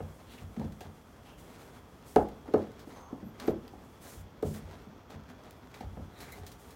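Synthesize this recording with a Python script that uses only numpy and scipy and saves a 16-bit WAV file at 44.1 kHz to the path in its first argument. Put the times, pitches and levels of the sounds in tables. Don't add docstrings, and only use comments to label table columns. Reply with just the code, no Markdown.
import sys
import numpy as np
from scipy import signal
from scipy.fft import rfft, irfft
from scipy.io import wavfile

SR = 44100
rng = np.random.default_rng(int(sys.argv[2]) if len(sys.argv) > 2 else 0)


def file_out(sig):
    cols = np.atleast_2d(sig).T
    lim = np.clip(cols, -1, 1)
    pcm = np.round(lim * 32767).astype(np.int16)
    wavfile.write(sys.argv[1], SR, pcm)


N = 297675
T = np.arange(N) / SR
RING = T[:SR // 2]


def undb(db):
    return 10 ** (np.asarray(db) / 20)


def unit(x):
    return x / np.sqrt(np.mean(x ** 2))


def decay(t60):
    return np.exp(-np.log(1000) * RING / t60)


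def add(track, start_s, sound):
    i = max(int(start_s * SR), 0)
    track[i:i + len(sound)] += sound[:N - i]


def octaves(length):
    return np.log2(np.maximum(np.fft.rfftfreq(length, 1 / SR), 1))


def colour(x, points, tilt_db=0):
    octave = octaves(len(x))
    hz, db = np.transpose(points)
    edges = np.log2(hz)
    curve = np.interp(octave, edges, db) + tilt_db * octave
    low_skirt = 12 * np.minimum(octave - edges[0], 0)
    return unit(irfft(rfft(x) * undb(curve + low_skirt), len(x)))


def walk(rate):
    return unit(np.interp(T * rate, np.arange(SR), rng.standard_normal(SR)))


def whistle(hz, width_hz):
    in_phase = walk(width_hz) * np.sin(2 * np.pi * hz * T)
    quadrature = walk(width_hz) * np.cos(2 * np.pi * hz * T)
    return in_phase + quadrature


def ring(modes, contact_ms, rise_s):
    hz, t60, db = np.transpose(modes)[:, :, None]
    push = 1 / np.sqrt(1 + (hz * contact_ms / 1000) ** 4)
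    waves = undb(db) * push * decay(t60) * np.sin(2 * np.pi * hz * RING)
    return waves.sum(axis=0) * (1 - np.exp(-(RING / rise_s) ** 2))


# f/Hz, level/dB
RUMBLE_COLOUR = [(15, -37), (25, -4), (66, 3), (242, -4), (677, -11), (1160, -14), (1260, -13.5),
                 (1610, -21), (2840, -28), (3340, -25.5), (3720, -35), (5880, -31.5), (9070, -52),
                 (14000, -36.5), (16000, -44)]
# f/Hz, width/Hz, level/dB
WHINE = [(3260, 62, -82.5), (3435, 200, -80.5)]


def ventilation():
    rumble = colour(rng.standard_normal(N), RUMBLE_COLOUR) * undb(-53.5 + .5 * walk(2.91))
    whine = sum(undb(db) * whistle(hz, width_hz) for hz, width_hz, db in WHINE)
    return rumble + whine


# middle t/s, length/s, f/Hz, width/Hz,
# level before flutter/dB
SQUEAKS = [(.32, .09, 3260, 2840, -57), (1.314, 0.16, 2900, 890, -65.5), (0.384, 0.028, 2600, 1775, -56.5),
           (0.622, 0.048, 747, 605, -46), (3.013, 0.2, 6300, 514, -67.5), (3.07, 0.2, 1000, 692, -55),
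           (3.277, .066, 11950, 1000, -68), (3.485, 0.067, 12000, 1010, -61), (6.205, .12, 3950, 885, -62),
           (6.242, 0.18, 1910, 1310, -58.5), (6.33, .025, 4060, 494, -56), (6.33, .04, 2085, 496, -57)]


def squeaks():
    out = np.zeros(N)
    for middle, length, hz, width_hz, db in SQUEAKS:
        swell = np.exp(-(2 * (T - middle) / length) ** 2)
        out += undb(db) * whistle(hz, width_hz) * swell
    flutter = undb(2.5 * walk(120) - 2)
    return out * flutter


def stroke(start, length):
    attack_share, sag_db_per_length, release_s = 0.29, 5.5, 0.014
    progress = np.clip((T - start) / length, 0, 1)
    rise = np.sin(np.pi / 2 * np.minimum(progress / attack_share, 1)) ** 2
    sag = undb(-sag_db_per_length * np.maximum(progress - attack_share, 0))
    release = np.exp(-np.maximum(T - start - length, 0) / release_s)
    return rise * sag * release


def slips(rate, spread_db):
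    happens = rng.random(N) < rate / SR
    extra_db = spread_db * np.minimum(rng.exponential(size=N), 4)
    return happens * rng.standard_normal(N) * undb(extra_db)


# start t/s, length/s, light skin hiss drive level/dB,
# firm scrape drive level/dB
STROKES = [(0.28, 0.15, -64.5, -58), (.56, 0.12, -85, -61), (0.803, 0.064, -68, -57),
           (1.245, 0.079, -68, -60.5), (1.355, 0.15, -64, -62.5), (1.453, 0.35, -66, -62.5),
           (2.028, 0.2, -60, -71), (2.548, 0.087, -69, -56.5), (2.835, 0.18, -67, -63.5),
           (3.375, 0.13, -62.5, -53.5), (3.995, .14, -55.5, -58.5), (4.05, .16, -56.5, -80),
           (4.429, 0.16, -56, -79), (4.533, .035, -53, -53.5), (4.558, 0.3, -71.5, -63),
           (5.089, .06, -67, -55), (5.291, 0.026, -71, -62), (5.439, 0.038, -74, -59.5),
           (5.73, 0.087, -67, -60.5), (6.141, 0.26, -61.5, -58.5), (6.455, 0.095, -65, -63),
           (6.564, 0.18, -64, -65.5)]
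# t/s, drive level/dB
HISS_FLOOR = [(0, -68), (1.7, -73.5), (2.4, -73), (3.3, -76), (3.95, -71), (4.3, -77.5), (5.2, -82),
              (5.45, -75.5), (6.1, -72.5), (6.75, -70)]
# f/Hz, level/dB
HISS_COLOUR = [(1500, -3), (4000, -4), (7000, 0.5), (11000, -1.5), (16000, -4)]
# f/Hz, level/dB
SCRAPE_COLOUR = [(120, 4), (300, 14), (800, 9), (1300, 5.5), (1700, 1.5), (2100, 1), (2800, -4.5),
                 (4000, -5), (4800, -8.5), (7000, -14), (14000, -44)]


def sliding():
    hiss_power = undb(np.interp(T, *np.transpose(HISS_FLOOR))) ** 2
    scrape_power = undb(-68.5 + 2.0 * walk(11)) ** 2
    for start, length, hiss_db, scrape_db in STROKES:
        speed = stroke(start, length)
        hiss_power += (undb(hiss_db) * speed) ** 2
        scrape_power += (undb(scrape_db) * speed) ** 2

    hiss = colour(rng.standard_normal(N), HISS_COLOUR) * undb(0.89 * walk(40))
    grip = slips(rate=5000, spread_db=1.5) * undb(3.2 * walk(35))
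    scrape = colour(grip, SCRAPE_COLOUR) * undb(4.5)
    body_ring = ring(PIPE_MODES, contact_ms=2.8, rise_s=0.0033)
    body = unit(signal.fftconvolve(grip, body_ring)[:N]) * undb(-1.0)
    grit = colour(slips(rate=220, spread_db=2), TICK_COLOUR, tilt_db=-2.5) * undb(-7.5)
    return hiss * np.sqrt(hiss_power) + (scrape + body + grit) * np.sqrt(scrape_power)


# t/s, level before decay/dB, tilt/dB per octave, t60/s
TICKS = [(0.299, -50, -18, .15), (.564, -50, -7, .05), (0.722, -54, -1, 0.047), (.807, -47.5, -1.5, .086),
         (2.161, -26, -12.5, 0.049), (2.286, -53, 0, 0.033), (2.479, -39, -12.5, .03),
         (2.5375, -40.5, -3.5, 0.033), (2.717, -54, -3, 0.026), (2.793, -55, 0, 0.17),
         (3.399, -40.5, -2, 0.038), (3.477, -41, -5.5, 0.052), (3.679, -47.5, -1, 0.017),
         (4.425, -50.5, 2, 0.064), (5.2893, -55.5, -3, .024), (5.4376, -50.5, -4, .012),
         (5.5083, -47, 3.5, .018), (5.742, -48, -3, 0.069), (5.807, -51, -2, 0.061), (6.204, -49.5, 2, .22),
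         (6.321, -43.5, 9, 0.067), (6.434, -52, -3, .03), (6.465, -47, 2.5, 0.11), (6.517, -51, 2, 0.086),
         (6.706, -54.5, 1.5, 0.096)]
# f/Hz, level/dB
TICK_COLOUR = [(500, -6.5), (1200, 0), (1600, 6), (2150, 4.5), (2900, -0.5), (4100, 4), (4900, 0),
               (6200, 0), (9000, -6.5), (16000, -6.5)]


def ticks():
    out = np.zeros(N)
    for start, db, tilt_db, t60 in TICKS:
        crack = colour(rng.standard_normal(len(RING)), TICK_COLOUR, tilt_db)
        add(out, start, undb(db) * crack * decay(t60))
    return out


# t/s, drive level/dB, contact time/ms
THUDS = [(.002, -46, 7.5), (.41, -47, 8.5), (0.58, -47.5, 3), (.628, -45, 2), (0.84, -55, 2),
         (3.484, -45.5, 10), (4.165, -43, 18), (4.438, -42, 2.2), (4.499, -46, 2.6), (4.619, -45.5, 12.4),
         (5.128, -53, 2), (5.836, -30, 29.3), (5.985, -45, 9.8), (6.386, -46.5, 13)]
# f/Hz, t60/s, level/dB
WALL_MODES = [(59.4, 0.17, 9.5), (66.3, 0.089, 9.5), (89.1, 0.22, 11.5), (113, 0.14, 4),
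              (155.7, 0.19, 12.5), (214.8, 0.23, 10.5)]


def thuds():
    rise_s = .0113
    out = np.zeros(N)
    for start, db, contact_ms in THUDS:
        add(out, start, undb(db) * ring(WALL_MODES, contact_ms, rise_s))
    shaken = ring(WALL_MODES, contact_ms=5, rise_s=rise_s)
    for start, db, *_ in KNOCKS:
        add(out, start, undb(db - 39) * shaken)
    return out


# t/s, drive level/dB, hollow air note f/Hz, contact time/ms, relative rim level/dB
KNOCKS = [(.002, -31.5, 485, 0.22, 2.5), (.564, -38, 400, 0.7, -1), (.572, -23, 218, 8.4, 6),
          (0.594, -30.5, 228, 1.2, -12), (.613, -33, 263, 2.4, 9), (.645, -24.5, 222, 3.5, 1),
          (.808, -38, 403, .75, 8), (.876, -45, 408, 1.0, 3), (2.1616, -7, 439.6, 0.66, 5),
          (2.456, -42, 430, 0.83, 6.5), (2.484, -32, 285, 0.73, -13), (2.506, -33, 393, 3.6, -21),
          (2.538, -8.5, 427, 0.89, -4), (2.5468, -15, 433, 11, -19), (2.871, -36.5, 290, 1.6, 2),
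          (3.126, -27, 261, 2.3, 3), (3.227, -30.5, 206, 2.6, -2), (3.264, -33.5, 234, 4.7, -2),
          (3.436, -34, 395, 1.2, -2), (3.4791, -12.5, 325.6, 1.35, -4), (3.483, -21, 440, 17, -16),
          (3.642, -39, 252, 3.6, 14), (3.734, -42.5, 306, .82, 10), (4.426, -18, 442, 1.03, -6.5),
          (4.465, -29.5, 417, 1.7, -4), (4.869, -36, 220, 2.7, 0), (5.807, -34.5, 230, .55, 9),
          (5.969, -32, 189, 0.46, -3), (5.996, -34, 228, 2.8, -4), (6.379, -46, 415, .7, 10.5),
          (6.432, -42, 413, .6, 2)]
# f/Hz, t60/s, level/dB
PIPE_MODES = [(211.7, 0.21, -21), (261.6, 0.087, -10), (291, 0.077, -7.5), (374, 0.048, -32),
              (466, 0.087, -10), (523.2, 0.063, -6), (630, 0.089, -14), (914, 0.023, -5.5),
              (1030, 0.022, -6.5), (1170, 0.04, -16.5), (1278, 0.031, -10), (1518, 0.02, -8),
              (1677, 0.011, 0), (2140, 0.016, -10), (2595, 0.02, -17.5), (2840, 0.022, -15)]
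# f/Hz, t60/s, level/dB
RIM_MODES = [(743, 0.027, -11), (776.6, 0.027, 0), (824, 0.044, -6)]


def knocks():
    out = np.zeros(N)
    for start, db, hollow_hz, contact_ms, rim_db in KNOCKS:
        hollow = ring([(hollow_hz, .045, 3)], contact_ms=.5, rise_s=0.0038)
        shell = ring(PIPE_MODES, contact_ms, rise_s=0.004)
        rim = ring(RIM_MODES, contact_ms, rise_s=0.004)
        add(out, start, undb(db) * (hollow + shell + undb(rim_db) * rim))
    return out


# f/Hz, t60/s
ROOM_T60 = [(100, 0.57), (260, 0.3), (700, 0.29), (1800, 0.25), (5000, 0.14), (14000, 0.097)]


def room(x, wet_db, build_s):
    noise = rfft(rng.standard_normal(len(RING)))
    noise = noise / np.abs(noise) * np.sqrt(len(RING))
    octave = octaves(len(RING))
    hz, t60 = np.transpose(ROOM_T60)
    tail = np.zeros(len(RING))
    for share, band_t60 in zip(np.eye(len(hz)), t60):
        band = noise * np.interp(octave, np.log2(hz), share)
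        tail += irfft(band, len(RING)) * decay(band_t60)
    tail *= 1 - np.exp(-(RING / build_s) ** 2)
    echo = signal.fftconvolve(x, tail / np.linalg.norm(tail))[:N]
    return x + undb(wet_db) * echo


def scene():
    friction = room(ticks() + sliding() + squeaks(), wet_db=-8.5, build_s=0.0059)
    blows = room(knocks() + thuds(), wet_db=-8.5, build_s=0.0067)
    return (ventilation() + friction + blows)[None]


def record(dry):
    bass_cut = signal.butter(5, 43, "high", fs=SR, output="sos")
    top_cut = signal.ellip(10, .2, 70, 15900, fs=SR, output="sos")
    return signal.sosfilt(top_cut, signal.sosfilt(bass_cut, dry))


dry = scene()
out = record(dry)
file_out(out)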